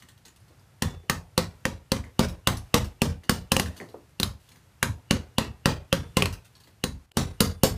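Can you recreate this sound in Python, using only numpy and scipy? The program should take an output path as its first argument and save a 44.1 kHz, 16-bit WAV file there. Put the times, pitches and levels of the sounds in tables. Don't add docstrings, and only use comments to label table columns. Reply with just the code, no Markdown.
import sys
import numpy as np
from scipy import signal
from scipy.fft import rfft, irfft, next_fast_len
from scipy.io import wavfile
from scipy.ndimage import uniform_filter1d

SR = 44100
rng = np.random.default_rng(int(sys.argv[2]) if len(sys.argv) > 2 else 0)


def voltage_ratio(decibels):
    exponent = np.asarray(decibels, float) / 20
    return 10 ** exponent


def wav_record(signal):
    frames = np.transpose(np.atleast_2d(signal))
    bounded = np.clip(frames, -1, 1)
    quanta = np.round(bounded * 32767).astype(np.int16)
    wavfile.write(sys.argv[1], SR, quanta)


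N = 342657
T = np.arange(N) / SR


def colour(x, points):
    hz, db = np.transpose(points)
    size = next_fast_len(len(x))
    f = np.maximum(np.arange(size // 2 + 1) * SR / size, 1)
    gain = voltage_ratio(np.interp(np.log(f), np.log(hz), db))
    return irfft(rfft(x, size) * gain, size)[:len(x)]


def noise(t, points):
    return colour(rng.standard_normal(len(t)), points)


def unit(x):
    return x / np.sqrt(np.mean(x ** 2))


def ring(modes, t, scatter_db, detune):
    hz, db, t60_s = np.transpose(modes)[:, :, None]
    chance = rng.standard_normal((2, len(modes), 1))
    phase = 2 * np.pi * hz * (1 + detune * chance[0]) * t
    level = voltage_ratio(db + scatter_db * chance[1])
    decay = np.exp(-np.log(1000) * t / t60_s)
    return np.sum(level * decay * np.sin(phase), axis=0)


def add(out, start_s, x):
    i = int(start_s * SR)
    out[i:i + len(x)] += x[:N - i]


def walk(rate_hz):
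    k = int(SR / rate_hz)
    held = np.repeat(rng.standard_normal(N // k + 1), k)
    return uniform_filter1d(held, k)[:N]


def patchy(x):
    hz = np.geomspace(300, 16000, num=90)
    scatter_db = 4
    return colour(x, np.c_[hz, scatter_db * rng.standard_normal(len(hz))])


# frequency in Hz, relative level in dB.
CRACK_SPECTRUM = [(530, -27.5), (900, -3.5), (1840, -5), (2270, -11), (2820, 1), (3550, -4.5), (4310, -0.5),
                  (5300, -5.5), (10100, -7), (12700, -13), (14200, -8.5), (15600, -20), (16400, -48)]


def crack(tilt, t):
    rise_s = 0.0016
    slap = (t / rise_s) ** 2 * np.exp(2 - 2 * t / rise_s)
    tail = 0.36 * np.minimum(t / 0.004, 1) * np.exp(-t / 0.009)
    return (slap + tail) * colour(unit(noise(t, CRACK_SPECTRUM)), tilt)


# share of its ring pitch, relative level in dB, t60 in s.
SHEET_MODES = [(.9, -11, 0.025), (0.949, -6, 0.02), (1, -3.5, 0.024), (1.05, -5, 0.02), (1.099, -9, .022)]


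def sheet(hz, t):
    modes = [(share * hz, db, t60_s) for share, db, t60_s in SHEET_MODES]
    return ring(modes, t, scatter_db=2.0, detune=0.012)


# frequency in Hz, relative level in dB, t60 in s.
KNOCK_MODES = [(379.3, -2, 0.097), (412.6, -11, 0.16), (527, 2.5, 0.087), (788, 0, 0.02), (926, 3, 0.021),
               (1098, 0, 0.066), (1433, -9.5, .02)]


def knock(t):
    return ring(KNOCK_MODES, t, scatter_db=4.5, detune=0.03)


# frequency in Hz, relative level in dB, t60 in s.
BENCH_MODES = [(137.3, -6, 0.11), (170.7, -5.5, 0.21), (191, 3, 0.11), (224.8, 0, 0.17),
               (265.8, -7.5, 0.25)]


def thump(t):
    return ring(BENCH_MODES, t, scatter_db=2.5, detune=0.026)


# frequency in Hz, relative level in dB, t60 in s.
BOOM_MODES = [(48.2, -11.5, 1), (61, -8.5, 0.31), (76, -6, 0.85), (94.86, -1.5, 0.44), (112.7, -9.5, 0.52),
              (141.3, -1, 0.33), (186.5, -7, 0.46), (226.8, -12, 0.35)]


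def boom(t):
    swell = (1 - np.exp(-t / 0.034)) * np.exp(-(t / 0.18) ** 4)
    wobble = voltage_ratio(3.7 * walk(50.6)[:len(t)])
    return swell * wobble * ring(BOOM_MODES, t, scatter_db=2.0, detune=0.0691)


# frequency in Hz, relative level in dB.
BUZZ_SPECTRUM = [(150, -24.5), (250, -2.5), (355, -7.5), (521, -5.5), (632, -12), (2480, -20.5),
                 (2700, -21), (5640, -20.5), (14300, -37), (15600, -33), (16400, -88)]


def buzz(tilt, ring_hz, ring_db, t):
    chatter = np.minimum(t / 0.001, 1) * np.exp(-t / 0.057 - (t / 0.27) ** 2)
    sizzle = np.minimum(t / 0.003, 1) * np.exp(-t / 0.07 - (t / 0.095) ** 2)
    rattle = colour(unit(patchy(noise(t, BUZZ_SPECTRUM))), tilt)
    rattle = rattle * voltage_ratio(2.4 * walk(130)[:len(t)] + 1.9 * walk(40)[:len(t)])
    lift_db = 0.8 * max(ring_db + 13, 0)
    rattle = colour(rattle, [(0.8 * ring_hz, 0), (0.93 * ring_hz, lift_db),
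                             (1.09 * ring_hz, lift_db), (1.25 * ring_hz, 0)])
    dull = colour(rattle, [(2500, -2.5), (7000, -19)])
    return chatter * dull + sizzle * (rattle - dull)


# start in seconds, crack level in dB,
# bench thump level in dB, strongest sheet ring in Hz, sheet ring relative to the crack in dB.
BLOWS = [(0.821, -11, -25.5, 4480, -15), (1.0961, -5, -27.5, 1860, -16), (1.3766, -3, -23, 4110, -20),
         (1.6523, -11, -26.5, 1830, -9), (1.9172, -7.5, -22, 4620, -12), (2.1917, -9, -17.5, 3120, -11.5),
         (2.4713, -4.5, -20.5, 3720, -9.5), (2.7409, -4, -18.5, 2640, -13.5),
         (3.017, -8.5, -20, 2640, -10.5), (3.2936, -7, -21, 1590, -12.5), (3.5176, -5.5, -22.5, 2870, -9.5),
         (3.5647, -12, -27, 2810, -4), (3.596, -11, -28.5, 1860, -9), (4.1982, -15.5, -31, 4060, -3),
         (4.23, -12, -37, 4120, 0), (4.827, -3, -25, 1840, -18), (5.1077, -3.5, -21.5, 2110, -22),
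         (5.3816, -5, -22, 2920, -11.5), (5.656, -5, -18, 2860, -11.5), (5.9262, -6.5, -21, 3060, -7),
         (6.1681, -5, -20, 2860, -20.5), (6.2215, -11, -27, 2750, -1), (6.2559, -14, -37, 2720, -11.5),
         (6.8378, -10.5, -27.5, 2930, -11), (7.169, -14, -19, 4150, -11), (7.4042, -6.5, -18, 4260, -8.5),
         (7.6329, -7.5, -14.5, 4450, -15)]
# time in seconds, treble lift in dB,
# knock trim from the thump in dB, boom trim from the thump in dB.
BLOW_COLOUR = [(0.8, 0.5, -6, 3), (1.4, -6, -0.5, -3), (2.2, -2.5, -1.5, -2.5), (2.5, -.6, -3.5, -1),
               (3.4, 1.8, -1.2, -2), (4.2, 2.5, -4, 4), (5.1, -8.5, -2.2, -2), (5.7, -5, -2.5, -2),
               (6.8, -1.8, -2.5, 3), (7.3, 5.5, -14, -1), (7.65, 7, -4.5, -4)]


def blows():
    sharp, body = np.zeros(N), np.zeros(N)
    t = T[:SR * 3 // 4]
    when_s, treble_db, knock_trim_db, boom_trim_db = np.transpose(BLOW_COLOUR)
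    for s, crack_db, thump_db, ring_hz, ring_db in BLOWS:
        knock_db = thump_db + np.interp(s, when_s, knock_trim_db)
        boom_db = thump_db + np.interp(s, when_s, boom_trim_db)
        tilt = [(2500, 0.013), (12000, np.interp(s, when_s, treble_db))]
        add(sharp, s + 0.0005, voltage_ratio(crack_db - 8.0) * crack(tilt, t))
        add(body, s + 0.001054, voltage_ratio(crack_db + ring_db) * sheet(ring_hz, t))
        add(body, s + 0.002392, voltage_ratio(knock_db - 2.0) * knock(t))
        add(body, s + 0.002, voltage_ratio(thump_db - 2.0) * thump(t))
        add(body, s + 0.0014, voltage_ratio(boom_db) * boom(t))
        add(body, s, voltage_ratio(thump_db - 7) * buzz(tilt, ring_hz, ring_db, t))
    return sharp, body


# frequency in Hz, t60 in s.
STAKE_MODES = [(3490, .55), (9275, .7)]
# start in seconds, low ring in dB, high ring in dB.
STAKE_SINGS = [(.822, -44, -75), (1.097, -70, -60), (2.192, -62, -63), (2.472, -56, -59), (2.742, -63, -63),
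               (3.017, -60, -64), (3.596, -60, -56), (5.927, -47, -58), (7.169, -58, -54),
               (7.405, -49, -53), (7.633, -54, -57)]


def stake():
    out, t = np.zeros(N), T[:SR // 2]
    fade = np.exp(-(t / 0.28) ** 4)
    for s, *levels_db in STAKE_SINGS:
        modes = [(hz, db, t60_s) for (hz, t60_s), db in zip(STAKE_MODES, levels_db)]
        add(out, s, fade * ring(modes, t, scatter_db=0, detune=0))
    return out


# start in seconds, tick level in dB,
# thud level in dB, ring in Hz, ring relative to the tick in dB.
TAPS = [(0.0228, -42.5, -70, 2026, -7), (0.0856, -42.5, -69, 4200, -17), (0.176, -52.5, -90, 3280, -9),
        (0.252, -36.5, -60, 4000, -11), (0.2804, -44, -66, 6970, -6), (0.361, -49.5, -83, 10200, -9),
        (0.401, -56, -70, 9950, -6), (0.481, -52.5, -74, 2040, -17), (0.503, -66, -53.5, 6880, -9),
        (0.595, -58.5, -79, 5030, -3), (1.034, -55, -52, 2040, -6), (2.0404, -44.5, -53, 2035, 1.5),
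        (2.2852, -32.5, -40, 5500, -8), (2.569, -31, -56, 5800, -8), (2.8422, -32, -44, 1530, -15),
        (3.235, -40, -52.5, 1980, -12), (3.6598, -33.5, -46, 1800, -3.5), (3.692, -45, -48, 1820, -13),
        (3.7643, -33.5, -53, 1540, -18), (3.8018, -40.5, -37, 2010, 4), (3.8133, -43.5, -37, 1900, 2),
        (3.8884, -45, -50, 4480, -10), (3.941, -65, -36, 1510, -3), (4.093, -57, -69, 1950, -10),
        (4.4887, -45, -77, 3500, -8), (4.5175, -47.5, -73, 2250, -8), (4.558, -49, -67, 2000, -5),
        (6.326, -31.5, -49, 6300, -13), (6.446, -42, -74, 4140, -19), (6.553, -44, -71, 4430, -5),
        (6.602, -44.5, -71, 4460, -12), (6.637, -44.5, -67, 4530, -8), (6.672, -46, -57, 1940, -11),
        (7.117, -41, -45.5, 2980, -11.5)]


def taps():
    sharp, body, t = np.zeros(N), np.zeros(N), T[:SR // 5]
    scratch_fade = np.minimum(t / 0.0018, 1) * np.exp(-t / 0.018)
    thud_fade = np.minimum(t / 0.0029, 1) * np.exp(-t / 0.036)
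    for s, tick_db, thud_db, ring_hz, ring_db in TAPS:
        peak_db = max(ring_db + 15.5, 0)
        scratch = patchy(noise(t, CRACK_SPECTRUM))
        scratch = unit(colour(scratch, [(0.78 * ring_hz, 0), (ring_hz, peak_db), (1.1 * ring_hz, 0)]))
        flutter = voltage_ratio(2.8 * walk(400)[:len(t)])
        thud = unit(noise(t, [(150, -16.0), (330, 11), (600, 3.5), (1300, -11.5), (2500, -41)]))
        add(sharp, s, voltage_ratio(tick_db - 8.5) * scratch_fade * flutter * scratch)
        add(sharp, s, voltage_ratio(tick_db + ring_db) * sheet(ring_hz, t))
        add(body, s, voltage_ratio(thud_db - 2.0) * thud_fade * thud)
    return sharp, body


# time in seconds, level in dB.
HAND_SPELLS = [
    [(0.0, -57.5), (0.154, -102), (0.478, -79), (0.62, -98), (0.8, -93)],
    [(3.7, -77), (3.76, -60), (3.99, -75), (4.17, -84)],
    [(4.4, -64.5), (4.584, -68), (4.8, -94)],
    [(6.42, -80), (6.478, -73), (6.618, -71), (6.82, -80)],
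]


def hands():
    gain = sum(voltage_ratio(np.interp(T, *np.transpose(spell), left=-120, right=-120)) for spell in HAND_SPELLS)
    return gain * voltage_ratio(1.1 * walk(57)) * unit(noise(T, CRACK_SPECTRUM))


# band centre in Hz, level in dB, t60 in s before the extra late fall.
ROOM_BANDS = [(190, 4, 0.33), (361, -12, 0.8), (743, -22.5, 0.48), (1310, -15.5, 0.29), (2740, -29.5, 0.13),
              (5460, -19, 0.38), (11700, -20.5, 0.16)]


def room(x):
    t, echo = T[:SR // 2], 0
    build = np.clip(t / 0.0045 - 0.4, 0, 1)
    for hz, db, t60_s in ROOM_BANDS:
        band = noise(t, [(hz / 4, -40), (hz / 2 ** 0.5, -3), (hz * 2 ** 0.5, -3), (hz * 4, -40)])
        fade = np.exp(-np.log(1000) * t / t60_s - (t / (0.29 * t60_s)) ** 2)
        band = band * fade * build
        echo = echo + voltage_ratio(db) * band / np.sqrt(np.sum(band ** 2))
    return signal.fftconvolve(x, echo)[:N]


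# frequency in Hz, relative level in dB.
AIR_SPECTRUM = [(15, -54), (25, -29), (53, -17.5), (65, -11.5), (114, -8), (127, -10), (146, -14),
                (251, -27.5), (1470, -32.5), (1920, -34.5), (9030, -42), (13600, -44), (16400, -64.5)]


def air():
    level_db, waver_db = -57, 1.5
    return voltage_ratio(level_db + waver_db * walk(4.7)) * unit(noise(T, AIR_SPECTRUM))


# time in seconds, gain in dB.
DIP = [(7.06, -9), (7.095, -7), (7.11, -21), (7.117, 4), (7.126, -31.5), (7.145, -15), (7.165, 1)]


def scene():
    (cracks, body), (ticks, thuds) = blows(), taps()
    sharp = cracks + ticks
    mix = sharp + room(sharp) + body + thuds + stake() + hands() + air()
    gain = voltage_ratio(np.interp(T, *np.transpose(DIP), left=0, right=0))
    return (mix * gain)[None]


def roll_off(x):
    return signal.sosfilt(signal.butter(12, 16550, fs=SR, output="sos"), x)


# frequency in Hz, gain in dB.
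NARROW_RIPPLE = [(2600, 0.5), (2720, 1), (2790, -4), (2900, 2), (3050, -4.5), (3150, -0.5)]


def record(dry):
    bass_cut = signal.butter(3, 40, "high", fs=SR, output="sos")
    top_cut = signal.ellip(8, 0.2, 36, 15300, fs=SR, output="sos")
    mix = signal.sosfilt(bass_cut, dry)
    rounded = np.tanh(1.074 * mix[0]) / 1.165
    mix = colour(rounded, NARROW_RIPPLE)[None]
    mix = signal.sosfilt(top_cut, mix)
    return roll_off(mix)


dry = scene()
out = record(dry)
wav_record(out)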